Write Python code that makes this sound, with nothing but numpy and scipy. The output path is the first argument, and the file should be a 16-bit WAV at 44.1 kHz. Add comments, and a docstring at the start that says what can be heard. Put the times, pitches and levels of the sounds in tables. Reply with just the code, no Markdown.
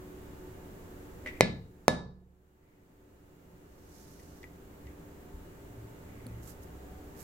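"""A fan hums in a small workshop. A mallet is set on a steel stamp with a light clatter, then strikes it
twice, into leather on a stone slab. Each blow cracks, the stamp rings and the bench booms, so loudly
that the recorder's gain dives and creeps back. Then the leather is slid and turned on the slab, with
small taps of the tools and soft bumps on the bench. Near the end, distant hums swell and fade, the
stamp's tip ticks on the stone and fingers brush the leather."""
import sys
import numpy as np
from scipy import signal
from scipy.fft import rfft, irfft, next_fast_len
from scipy.io import wavfile
from scipy.ndimage import uniform_filter1d, minimum_filter1d, map_coordinates

SR = 44100
rng = np.random.default_rng(int(sys.argv[2]) if len(sys.argv) > 2 else 0)


def dump(signal):
    """Clip the signal to [-1, 1] and save it as 16-bit WAV at the path in sys.argv[1]."""
    limited = np.clip(np.atleast_2d(signal).T, -1, 1)
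    pcm = np.round(limited * 32767).astype(np.int16)
    wavfile.write(sys.argv[1], SR, pcm)


N = 318843
TIME = np.arange(N) / SR  # seconds since the scene began
AGE = np.arange(SR) / SR  # seconds since a contact

# The tones of the slab on its bench. Each row: pitch in Hz, level in dB, seconds to fade by 60 dB (t60).
BENCH = [(35.3, -48.5, 1.1), (68.33, -43, 1.1), (104, -39, 0.18), (139.7, -37.5, 0.083),
         (183.3, -37.5, 0.8), (247.3, -30.5, 0.36), (516, -28, 0.16), (612, -30, 0.17)]
# The stamp chattering under a light touch. Each row: frequency in Hz, level in dB.
CHATTER = [(800, -22), (1500, -15), (1950, 7), (2400, 1.5), (3000, -11.5), (4500, -21.5), (7500, -25),
           (14000, -36.5)]


def blows():
    """Each blow is one hard push with a sharp crack; the mallet clacks, the stamp rings, the bench booms."""
    # Each row: start in seconds, force in dB, clack in dB, ring in dB, brightness of the ring and of the
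    # contact in dB per octave, bench in dB, crack in dB, lean to the left in dB, relative contact speed.
    hits = [(1.4085, 12.5, 2.5, -6.5, 3.5, -3.5, -3, 4.5, 0.5, 0.92),
            (1.8813, 26, -16.5, -2.5, -1, -1, -1.5, 1.5, -0.76, 1.14)]
    # The stamp's push into the leather, and the contact's crack. Each row: frequency in Hz, level in dB.
    push_spectrum = [(40, 1), (120, 22), (300, 23.5), (550, 29.5), (900, 23.5), (1500, 13), (2600, 3.5),
                     (3800, 7.5), (6000, 2.5), (9000, 0.5), (15000, -11.5)]
    crack_spectrum = [(1000, -16), (2400, -2), (3200, -6), (3900, -2.5), (5000, -4), (5800, 4),
                      (8000, -9.5), (11000, -11.5), (15000, -14)]
    # The mallet's head on metal, and the stamp's steel shank, whose close pairs of tones throb slowly.
    # Each row: pitch in Hz, level in dB, fade time in seconds.
    head_tones = [(2046, -28, .09), (2210, -9, .011), (2430, -20, .014), (3000, -25, .009),
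                  (3920, -16.5, .007)]
    shank_tones = [(1719, -29, .32), (1725, -42, .3), (2044, -37, .14), (3759, -35.5, .33),
                   (3767, -44, .33), (4544, -40.5, .17), (5293, -38, .16), (6562, -54, .27),
                   (8629, -55, .13), (11450, -60, .11)]
    out = np.zeros((2, N))
    for s, db, clack_db, ring_db, ring_tilt_db, tilt_db, bench_db, crack_db, left_db, speed in hits:
        # leather that is already pressed stops the stamp sooner, which raises the knock's pitch
        knock = [(hz * speed, level) for hz, level in push_spectrum]
        push = pulse(brighter(knock, tilt_db))
        clack = amp(clack_db) * ring(head_tones)
        strike = in_room(push + clack, wet_db=0)
        crack = amp(crack_db - 11) * burst(brighter(crack_spectrum, tilt_db), t60=0.007) * rise(0.00064)
        shank = amp(ring_db) * in_room(ring(shank_tones, ring_tilt_db), wet_db=-5)
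        boom = amp(bench_db) * at_microphones(ring(BENCH) * rise(0.0011))
        # the push and the boom start as a drop in pressure, so they are subtracted
        blow = pan(crack, left_db=2.5) + shank - strike - pan(boom, left_db=-2.5)
        add(out, s, amp(db) * pan(blow, left_db))
    return out


def taps():
    """The tools meet with a dry click, then chatter and ring at the touch and at one bounce."""
    # Each row: start in seconds, level in dB, seconds until the bounce, then the relative levels
    # of bounce, echo and click in dB.
    touches = [(1.2613, -31, .0034, 0, 6, -14), (1.2719, -28.5, .0044, -2, 7, -12),
               (4.195, -54, 0.0056, 2, -4, 6), (4.4304, -41, .0105, 4, 0, 5), (4.869, -49, .005, -2, -5, 8)]
    # The dry click. Each row: frequency in Hz, level in dB.
    click_spectrum = [(800, -10.5), (1500, -6), (3100, 0), (3900, -10), (4500, -3.5), (7000, -14.5),
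                      (14000, -24)]
    # The stamp ringing between the fingers. Each row: pitch in Hz, level in dB, fade time in seconds.
    held_tones = [(1960, 0.5, 0.059)]
    out = np.zeros((2, N))
    for s, db, flight_s, bounce_db, wet_db, click_db in touches:
        add(out, s, amp(db + click_db - 10.5) * burst(click_spectrum, t60=0.021))
        for delay, change_db in [(0, 0), (flight_s, bounce_db)]:
            touch = burst(CHATTER, t60=0.018)[0] + 1.3 * ring(held_tones)
            add(out, s + delay, amp(db + change_db - 8.5) * in_room(touch, wet_db))
    return out


def bumps():
    """A soft push of mallet or hand rings only those tones of the bench that match its speed."""
    # Each row: start in seconds, level in dB, the pitch in Hz that the push stirs most.
    pushes = [(1.251, -33.5, 510), (1.492, -16, 130), (4.841, -28, 80), (5.32, -29, 48.4),
              (6.251, -32.5, 280)]
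    width_octaves, hand_t60 = 0.64, 0.43
    envelope = rise(0.03) * amp(-60 * AGE / hand_t60)  # the resting hand damps the bench
    out = np.zeros((2, N))
    for s, db, push_hz in pushes:
        tones = [(hz, -6 * (np.log2(hz / push_hz) / width_octaves) ** 2, t60) for hz, _, t60 in BENCH]
        add(out, s, amp(db) * ring(tones) * envelope)
    return out


def stamp_handling():
    """The stamp rubs lightly as it is seated and rocked, and its tip ticks on the slab."""
    # The rubs. Each row: middle in seconds, length in seconds, level in dB.
    scuffs = [(1.285, 0.041, -46), (1.35, 0.15, -57.5), (2.72, 0.25, -63), (4.895, 0.07, -61),
              (6.2, 0.38, -64.5)]
    # The ticks. Each row: start in seconds, level in dB.
    ticks = [(6.2672, -44)]
    # The ringing tip. Each row: pitch in Hz, level in dB, fade time in seconds.
    tip_tones = [(4340, 0, 0.0081), (8900, -6, 0.0064), (10060, 2, 0.0088), (13550, 1, 0.0044)]
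    out = swells(scuffs) * friction(CHATTER, rough_db=2.7, rate=180)
    for s, db in ticks:
        add(out, s, amp(db) * at_microphones(ring(tip_tones)))
    return out


def leather_slide():
    """Leather pushed over stone grows louder as it speeds up, fades as it coasts, then stops."""
    # The soft hiss of its fibres. Each row: frequency in Hz, level in dB.
    suede_spectrum = [(1000, -11.5), (3000, -12.5), (4500, -5), (6000, -0.5), (9500, -9), (12000, -4),
                      (15500, -15.5)]
    fastest_s, stop_s, peak_db = 3.98, 4.42, -56
    speed_up_db_per_s, coast_db_per_s, stop_db_per_s = 59.5, 19, 150
    since = TIME - fastest_s
    moving_db = np.minimum(speed_up_db_per_s * since, -coast_db_per_s * since)
    braking_db = stop_db_per_s * np.maximum(TIME - stop_s, 0)
    hiss = friction(suede_spectrum, rough_db=1.3, rate=130)
    return pan(amp(peak_db + moving_db - braking_db) * hiss, left_db=-4.5)


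def finger_brushes():
    """Skin catches and slips on the leather in short, grainy strokes."""
    # Each row: middle in seconds, length in seconds, level in dB.
    strokes = [(6.435, .02, -62), (6.489, 0.087, -53), (6.633, 0.031, -60), (7.217, 0.094, -52.5)]
    # The hiss of skin. Each row: frequency in Hz, level in dB.
    skin_spectrum = [(1500, -1), (3500, -12), (4600, -5), (7400, 0.5), (9500, -5), (12500, 2),
                     (15500, -9.5)]
    return pan(swells(strokes) * friction(skin_spectrum, rough_db=2.3, rate=500), left_db=-7)


def fan():
    """The fan hums with several wavering tones."""
    # Each row: pitch in Hz, level at first in dB, level at the end in dB.
    tones = [(84.3, -63.5, -61.5), (169.4, -63, -61), (292, -58, -61), (369.4, -55.5, -67.5),
             (396.4, -65, -60.5), (725, -75.5, -72.5), (885, -73, -71), (2850, -82.5, -82)]
    hum = sum(amp(np.linspace(first_db, last_db, N)) * wavering_tone(hz) for hz, first_db, last_db in tones)
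    return pan(hum, left_db=-0.5)


def distant_hums():
    """Far-off hums swell and fade."""
    # Each row: middle in seconds, length in seconds, level in dB, pitch in Hz.
    hums = [(5.8, .4, -51, 113), (6.3, 0.32, -45, 114), (6.724, 1, -49, 64.5), (6.906, 0.38, -65, 745)]
    return sum(swells([(s, length, db)]) * wavering_tone(hz) for s, length, db, hz in hums)


def air():
    """The workshop's air makes a steady, low rush."""
    # Each row: frequency in Hz, level in dB.
    air_spectrum = [(25, -4), (70, 0.5), (140, -4.5), (400, -7), (520, -9.5), (750, -16), (1700, -21),
                    (2600, -28.5), (5200, -35.5), (7300, -30.5), (9400, -37.5), (12000, -32.5),
                    (15500, -31.5)]
    return pan(amp(-49) * unit(diffuse(air_spectrum, N)), left_db=-0.77)


def in_room(x, wet_db):
    """A short sound reaches the two microphones, followed by the workshop's echo, set by wet_db."""
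    # The echo's strength. Each row: frequency in Hz, level in dB.
    echo_spectrum = [(50, 2), (150, 3.5), (330, -8.5), (700, -14), (1400, -10.5), (2100, -11), (3200, -8),
                     (4500, -8.5), (7000, -10.5), (10000, -11), (15000, -19.5)]
    # The echo's length. Each row: frequency in Hz, fade time in seconds.
    echo_times = [(80, 0.74), (250, 0.36), (1000, 0.41), (2600, 0.28), (4500, 0.37), (8000, 0.27),
                  (14000, .14)]
    hz, t, bands = signal.stft(diffuse(echo_spectrum, SR), SR, nperseg=256)
    t60 = along(echo_times, hz)[:, None]
    fade = amp(-60 * t / t60) * np.sqrt(np.log(1e6) / (t60 * SR))  # a longer fade adds no energy
    tail = signal.istft(bands * fade, SR, nperseg=256)[1][:, :SR]
    echo = signal.fftconvolve(x[None], tail, axes=1)[:, :SR]
    return at_microphones(x) + amp(wet_db) * echo


def at_microphones(x):
    """The direct sound reaches the left microphone slightly ahead of the right."""
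    # Each row: frequency in Hz, the left side's lead in radians.
    left_lead = [(60, .2), (250, 0.2), (550, .35), (1100, 0.73), (2000, 1), (3800, 1.3), (5200, 0.88),
                 (8000, 0.7), (14000, 2.1)]
    return np.array([x, filtered(x, lambda hz: np.exp(-1j * along(left_lead, hz)))])


def diffuse(spectrum, n):
    """Noise from all around, alike in both ears in the bass only."""
    # Each row: frequency in Hz, likeness of left and right (1 means the same).
    likeness = [(60, .97), (130, .93), (290, .8), (640, 0.07), (1410, -0.24), (3100, -.1), (7000, 0)]

    def response(hz):
        angle = np.arccos(np.clip(along(likeness, hz), -1, 1)) / 2
        return amp(along(spectrum, hz)) * [np.cos(angle), np.sin(angle)]

    mid, side = filtered(rng.standard_normal((2, n)), response)
    return np.array([mid + side, mid - side])


def pulse(spectrum):
    """The shortest pulse with this spectrum that makes no sound before it is struck."""
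    log_spectrum = np.log(amp(along(spectrum, np.fft.rfftfreq(SR, 1 / SR))))
    cepstrum = irfft(log_spectrum)
    # folding the second half onto the first packs the energy at the start
    cepstrum[1:SR // 2] *= 2
    cepstrum[SR // 2:] = 0
    return irfft(np.exp(rfft(cepstrum)))


def ring(tones, tilt_db=0, scatter_db=1):
    """A struck object's tones die away, at slightly new strengths for each contact."""
    pivot_hz = np.median([tone[0] for tone in tones[:3]])
    out = np.zeros(SR)
    for hz, db, t60 in tones:
        start_db = db + tilt_db * np.log2(hz / pivot_hz) + scatter_db * rng.standard_normal()
        out += amp(start_db - 60 * AGE / t60) * np.sin(2 * np.pi * hz * AGE)
    return out


def burst(spectrum, t60):
    """A rough contact makes noise that dies at once."""
    return unit(diffuse(spectrum, SR)) * amp(-60 * AGE / t60)


def friction(spectrum, rough_db, rate):
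    """Surfaces catch and slip, making noise whose level flickers about rate times a second."""
    return unit(diffuse(spectrum, N) * amp(rough_db * wobble(rate)))


def wavering_tone(hz, drift_radians=0.3, flutter_db=2.5):
    """A tone that wanders a little in pitch and level."""
    phase = 2 * np.pi * hz * TIME + drift_radians * wobble(5)
    return unit(np.sin(phase) * amp(flutter_db * wobble(11)))


def brighter(spectrum, tilt_db):
    """A harder contact lifts the treble by tilt_db an octave; below 0 it dulls it."""
    return [(hz, db + tilt_db * max(np.log2(hz / 3500), 0)) for hz, db in spectrum]


def swells(rows):
    """Bell-shaped rises and falls in level."""
    return sum(amp(db) * np.exp(-(2 * (TIME - s) / length) ** 2) for s, length, db in rows)


def rise(seconds):
    """A smooth onset from 0 towards 1."""
    return 1 - np.exp(-AGE / seconds)


def wobble(rate):
    """A smooth curve through rate random points a second."""
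    return map_coordinates(rng.standard_normal(int(N * rate / SR) + 4), [TIME * rate])


def amp(db):
    """Turn decibels into a multiplier."""
    return 10 ** (np.asarray(db) / 20)


def unit(x):
    """Scale a sound to an average power of 1."""
    return x / np.sqrt(np.mean(x ** 2) + 1e-20)


def along(points, hz):
    """Read between a table's rows, with the octaves evenly spaced."""
    frequencies, values = np.transpose(points)
    return np.interp(np.log(hz + 1), np.log(frequencies), values)


def filtered(x, response):
    """Multiply each frequency in a sound by response(hz)."""
    n = x.shape[-1]
    padded = next_fast_len(n + 8192)
    return irfft(rfft(x, padded) * response(np.fft.rfftfreq(padded, 1 / SR)), padded)[..., :n]


def add(track, s, sound):
    """Mix a sound into a track from s seconds on."""
    part = track[..., round(s * SR):][..., :sound.shape[-1]]
    part += sound[..., :part.shape[-1]]


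def pan(x, left_db):
    """Lean a sound to the left (or right, below 0)."""
    return x * amp([[left_db / 2], [-left_db / 2]])


def gain_control(x, ceiling_db, slope, release_s):
    """A loud sound pulls the gain down at once; the gain then creeps back."""
    power = np.abs(uniform_filter1d(np.mean(x ** 2, axis=0), size=132))
    excess_db = slope * np.maximum(10 * np.log10(power + 1e-12) - ceiling_db, 0)
    fade = np.exp(-TIME / release_s)
    gain_db = -np.maximum.accumulate(excess_db / fade) * fade
    smooth_db = uniform_filter1d(minimum_filter1d(gain_db, size=89), size=89)
    return x * amp(smooth_db)


def scene():
    """The blows, the small handling sounds and the workshop around them."""
    work = blows() + taps() + bumps() + stamp_handling() + leather_slide() + finger_brushes()
    return work + air() + fan() + distant_hums()


def record(dry):
    """Turn down the loud moments, round off the peaks and cut the highest treble."""
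    x = gain_control(dry, ceiling_db=-6.0, slope=1.16, release_s=1.292)
    x = x / (1 + x ** 8) ** (1 / 8)
    return filtered(x, lambda hz: hz < 15850)


dry = scene()
out = record(dry)
dump(out)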